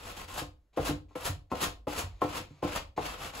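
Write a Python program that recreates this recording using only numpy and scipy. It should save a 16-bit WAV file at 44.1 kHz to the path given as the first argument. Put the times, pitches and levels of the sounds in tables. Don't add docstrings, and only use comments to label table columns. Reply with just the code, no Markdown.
import sys
import numpy as np
from scipy import signal
from scipy.fft import rfft, irfft, next_fast_len
from scipy.io import wavfile

SR = 44100
rng = np.random.default_rng(int(sys.argv[2]) if len(sys.argv) > 2 else 0)


def file_out(sig):
    cols = np.atleast_2d(sig).T
    lim = np.clip(cols, -1, 1)
    pcm = np.round(lim * 32767).astype(np.int16)
    wavfile.write(sys.argv[1], SR, pcm)


N = 149940
T = np.arange(N) / SR
SIZE = next_fast_len(N + SR // 2, True)
FREQS = np.maximum(np.arange(SIZE // 2 + 1) * SR / SIZE, 1)

# pitch_hz, t60_s (time to fade by 60 dB), level_db
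ROOM_ECHOES = [(59.7, 0.2, -4.5), (237, 0.41, -10.5), (600, 0.32, -6.5), (1500, 0.22, -3), (4200, 0.24, -1),
               (9700, 0.18, -3.5), (16200, 0.19, -8.5)]


def amp(db):
    return 10 ** (np.asarray(db) / 20)


def rms_one(x):
    return x / np.sqrt(np.mean(x ** 2) + 1e-20)


def at_hz(points, hz, column=1):
    p = np.array(points)
    return np.interp(np.log(hz), np.log(p[:, 0]), p[:, column])


def colour(x, spectrum):
    cepstrum = irfft(np.log(rms_one(amp(at_hz(spectrum, FREQS)))), SIZE)
    cepstrum[1:SIZE // 2] *= 2
    cepstrum[SIZE // 2 + 1:] = 0
    response = np.exp(rfft(cepstrum))
    return irfft(rfft(x, SIZE) * response, SIZE)[:N]


def cut(x, hz, kind, order=2):
    sos = signal.butter(order, hz, kind, fs=SR, output="sos")
    return signal.sosfilt(sos, x + 1e-18)


def drift(rate_hz):
    return rms_one(cut(rng.standard_normal(N + SR), rate_hz, "low")[SR:])


def dying(t60_s):
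    t = T[:SR // 2]
    burst = rng.standard_normal(len(t)) * amp(-60 * t / t60_s)
    return rms_one(burst) / np.sqrt(len(t))


def add(out, start_s, x):
    i = int(start_s * SR)
    out[i:i + len(x)] += x[:N - i]


def ring(force, hz, t60_s):
    r, w = amp(-60 / (t60_s * SR)), 2 * np.pi * hz / SR
    return signal.lfilter([0, np.sin(w)], [1, -2 * r * np.cos(w), r * r], force + 1e-18)


def quiet_room():
    # pitch_hz, level_db
    spectrum = [(20, -3), (45, -12), (70, -18), (130, -16), (300, -21), (1000, -27), (4000, -38),
                (16000, -45)]
    return amp(-77) * colour(rng.standard_normal(N), spectrum)


def echoes():
    # pitch_hz, likeness (1 is alike, -1 is opposite)
    likeness = [(100, .97), (300, .8), (700, .3), (1500, -.3), (3000, -.1), (4500, .1), (6200, .85),
                (8000, 1), (16000, 1)]
    t = T[:SR // 2]
    edges = np.geomspace(30, 20000, 15)
    tail = 0
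    for low, high in zip(edges, edges[1:]):
        hz = np.sqrt(low * high)
        fade = amp(-60 * t / at_hz(ROOM_ECHOES, hz)) * (t > .002)
        noise = rng.standard_normal((2, len(t))) * fade / np.linalg.norm(fade)
        mid, side = cut(noise, [low, high], "band")
        alike = np.clip(at_hz(likeness, hz), -1, 1)
        shared = np.sqrt((1 + alike) / 2) * mid
        opposed = np.sqrt((1 - alike) / 2) * side * [[1], [-1]]
        tail = tail + amp(at_hz(ROOM_ECHOES, hz, column=2)) * (shared + opposed)
    return rfft(tail, SIZE)


def room(x):
    # pitch_hz, lead_radians
    left_lead = [(100, 0), (200, .2), (400, .45), (900, .8), (1500, 0), (4100, .3), (5500, 1.4), (6900, 0),
                 (8300, -2.1), (9200, -3.14), (9700, -3.6), (11000, -6), (11800, -6.6), (13100, -8.9),
                 (13800, -9.42), (14500, -10), (15800, -12.4)]
    # pitch_hz, level_db
    left_gain = [(50, -.6), (150, -1.5), (350, 1), (700, 2.4), (1400, 2.8), (2800, 2), (5000, 0),
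                 (16000, 0)]
    wander_rate_hz, wander_radians = 4.53, 1.81
    place = wander_radians * drift(wander_rate_hz)
    wet = rfft(x * np.cos(place), SIZE) * echoes() + rfft(x * np.sin(place), SIZE) * echoes()
    phase = np.array([np.ones(len(FREQS)), np.exp(-1j * at_hz(left_lead, FREQS))])
    balance = amp(at_hz(left_gain, FREQS) * [[.5], [-.5]])
    gain = balance / np.sqrt(1 + amp(at_hz(ROOM_ECHOES, FREQS, column=2)) ** 2)
    return irfft((rfft(x, SIZE) + wet) * phase * gain, SIZE)[:, :N]


def grit():
    grains_per_s, size_spread_db = 22000, 4
    sizes = amp(size_spread_db * np.minimum(rng.exponential(1, N), 6)) * rng.choice([-1, 1], N)
    return rms_one(sizes * (rng.random(N) < grains_per_s / SR))


def brushing(edge_s=0.0036):
    # start_s, end_s, level_db
    touches = [(0.729, 0.797, -65), (1.083, 1.15, -70), (1.499, 1.536, -59.5), (2.085, 2.642, -65.5),
               (2.963, 3.004, -49)]
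    # pitch_hz, level_db
    spectrum = [(100, -1.5), (1000, 7), (1600, -4), (2450, 3.5), (3000, -4), (4000, -1.5), (5700, -10),
                (6800, -7), (8500, -15.5), (16000, -26)]
    level = np.zeros(N)
    for start, end, db in touches:
        level += amp(db) * np.clip(np.minimum(T - start, end - T) / edge_s, 0, 1)
    return colour(grit() * level, spectrum)


def rumble(friction):
    # pitch_hz, level_db
    spectrum = [(20, -7), (35, 2), (52, 3.5), (90, 4), (125, -12.5), (250, -24.5), (1000, -51)]
    level_db, follows, lag_s = -27.5, 0.52, 0.043
    r = np.exp(-1 / (lag_s * SR))
    push = signal.lfilter([1 - r], [1, -r], friction, zi=[friction[0]])[0]
    noise = rms_one(colour(rng.standard_normal(N), spectrum))
    return amp(level_db) * push ** follows * noise


def wood(force_on_mode):
    # pitch_hz, level_db, t60_s (time to fade by 60 dB)
    modes = [(52.5, -24, 0.98), (90.3, -12.5, 0.33), (146.3, -11.5, 0.19), (250.5, -15, 0.14),
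             (295.5, -9, 0.2), (350, -12, 0.069), (423, -12.5, .08), (501.4, -5, 0.14), (618, -15, 0.027),
             (720.5, -9.5, 0.21), (846, -8, 0.061), (1071, -1, 0.078), (1333, -13, 0.16),
             (2713, -6.5, 0.02)]
    out = np.zeros(N)
    for k, (hz, db, t60) in enumerate(modes):
        out += (-1) ** k * amp(db) * ring(force_on_mode(), hz, t60)
    return out


def knocks():
    # start_s, level_db,
    # brightness_hz (low-pass), bass_db
    bumps = [(0.417, -46, 900, 12), (.773, -26.5, 1500, -39), (.790, -27.5, 650, 4.5),
             (.890, -31, 523, 6.5), (0.904, -22, 297, -2), (0.944, -43, 169, 5), (1.108, -58.5, 1210, 2),
             (1.155, -36, 1570, -17), (1.293, -32.5, 205, 9), (1.516, -29, 1520, 2), (1.531, -32, 600, 5),
             (1.662, -42, 350, 16), (1.870, -29.5, 1100, 4), (2.034, -31.5, 111, 7.5),
             (2.218, -23, 1310, -29.5), (2.241, -28, 480, 4), (2.402, -38.5, 300, 6),
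             (2.504, -55, 298, 16.5), (2.627, -30, 1230, 2), (2.644, -21, 439.9, 2.5),
             (2.977, -26.5, 1240, -5), (2.995, -45.5, 450, 17.5)]
    # pitch_hz, level_db
    clatter = [(60, -33), (200, 3), (400, 5), (800, 6), (1080, 0.5), (1600, -6), (2800, -6), (6000, -11),
               (16000, -4.5)]
    bass_hz, mode_spread_db = 220, 4
    panels_db, panels_t60_s, panels_follow_hardness = 32, 0.078, 0.37
    crush_db, crush_t60_s, crush_hz = 7.5, 0.028, 2040
    blows, panels, crush = [], np.zeros(N), np.zeros(N)
    click = np.eye(1, SR // 10)[0]
    for start, db, hz, bass_db in bumps:
        pulse = cut(click, hz, "low")
        bass = cut(pulse, bass_hz, "low", order=1)
        pulse = amp(db) * (pulse + (amp(bass_db) - 1) * bass)
        blows.append((start, pulse))
        hardness = hz / crush_hz
        panel_ring = signal.fftconvolve(pulse, dying(panels_t60_s))
        add(panels, start, hardness ** panels_follow_hardness * panel_ring)
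        add(crush, start, amp(db) * hardness ** 2 * dying(crush_t60_s))

    def force_on_mode():
        force = np.zeros(N)
        for start, pulse in blows:
            add(force, start, pulse * amp(mode_spread_db * rng.standard_normal()))
        return force

    boom = wood(force_on_mode)
    return boom + amp(panels_db) * colour(panels, clatter) + amp(crush_db) * cut(crush, crush_hz, "high")


def hand_motion():
    # start_s, full_speed_s, leaves_wood_s, start_level_db, full_speed_level_db, hiss_db
    strokes = [(0.273, 0.381, 0.4, -47.5, -39, 1.5), (0.759, .882, 0.86, -49.5, -24, 0.5),
               (1.15, 1.265, 1.268, -50, -35, 4), (1.507, 1.618, 1.644, -49.5, -32, 0.5),
               (1.870, 1.989, 1.9924, -46, -32.5, 2.5), (2.207, 2.369, 2.372, -48, -36, -1),
               (2.621, 2.769, 2.764, -44.5, -33.5, -3)]
    # start_s, end_s, level_db, hiss_db
    rubs = [(-.1, 0.021, -46.5, -1), (0.014, 0.144, -46, -1), (0.139, 0.258, -45.5, -0.5),
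            (2.989, 3.173, -42, -4.5), (3.173, 3.312, -42, -2), (3.324, 3.453, -42.5, -0.5)]
    speed_up, bite_s, lift_db_per_s, rub_shape = 3.35, 0.0092, 423, 0.67
    hiss_growth = 0.36
    moves = []
    for start, full, leave, start_db, full_db, hiss_db in strokes:
        speed = np.clip((T - start) / (full - start), 0, 1) ** speed_up
        db = start_db + (full_db - start_db) * speed - lift_db_per_s * np.maximum(T - leave, 0)
        onset = np.clip((T - start) / bite_s, 0, 1)
        moves.append((amp(db) * onset, hiss_db))
    for start, end, db, hiss_db in rubs:
        way = np.clip((T - start) / (end - start), 0, 1)
        moves.append((amp(db) * (4 * way * (1 - way)) ** rub_shape, hiss_db))
    friction = sum(move for move, _ in moves)
    hiss = sum(move * amp(db) * (move / move.max()) ** hiss_growth for move, db in moves)
    return friction, hiss


def scratches(low_hz=950, high_hz=5000, count=26):
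    snaps_per_s, spread_db, ring_cycles = 290, 5.5, 57
    patchy_db, patchy_rate_hz = -0.5, 11.4
    sizes = amp(spread_db * np.minimum(rng.exponential(1, N), 4)) * rng.choice([-1, 1], N)
    snaps = sizes * (rng.random(N) < snaps_per_s / SR)
    dealt = rng.integers(0, count, N)
    out = np.zeros(N)
    for k, hz in enumerate(np.geomspace(low_hz, high_hz, count)):
        patches = amp(patchy_db * drift(patchy_rate_hz))
        out += ring(snaps * (dealt == k) * patches, hz, ring_cycles / hz)
    return rms_one(out)


def sanding(friction, hiss):
    rasp_spectrum = [(40, -39.5), (120, 0.5), (200, 0.5), (350, -2), (520, 3.5), (850, 2), (1100, 1),
                     (1330, 3.5), (1650, -4.5), (2100, -4), (2650, 0), (3500, -5), (5000, -12),
                     (8000, -41.5), (16000, -73)]
    spread_spectrum = [(100, -17.5), (400, -7.5), (800, 4), (1300, 0), (1700, -1), (2600, -7), (4000, -8.5),
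                       (6000, -7), (9000, -58), (16000, -61)]
    hiss_spectrum = [(100, 0), (2000, -19), (4000, -3.5), (5500, -7), (7300, -3), (8500, -3.5),
                     (11000, -5.5), (13000, -10), (16000, -11.5)]
    judder_db, judder_rate_hz = 1.94, 40
    scratch_db, spread_db, hiss_db = -13.5, -4.5, -3
    drag_db, drag_follows = -45, 0.76
    judder = amp(judder_db * drift(judder_rate_hz))
    bite = judder * friction
    drag = grit() * friction ** drag_follows
    rasp = colour(grit() * bite, rasp_spectrum)
    scratching = amp(scratch_db) * bite * scratches()
    spread = amp(spread_db) * colour(grit() * bite, spread_spectrum) * [[1], [-1]]
    hissing = amp(hiss_db) * colour(grit() * judder * hiss, hiss_spectrum)
    shaken_wood = amp(drag_db) * wood(lambda: drag)
    return rasp + scratching + spread + hissing + shaken_wood


def scene():
    friction, hiss = hand_motion()
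    background = quiet_room() + brushing() + rumble(friction)
    return room(background + knocks() + sanding(friction, hiss))


def record(dry):
    return signal.sosfilt(signal.ellip(16, .1, 70, 15700, fs=SR, output="sos"), dry)


dry = scene()
out = record(dry)
file_out(out)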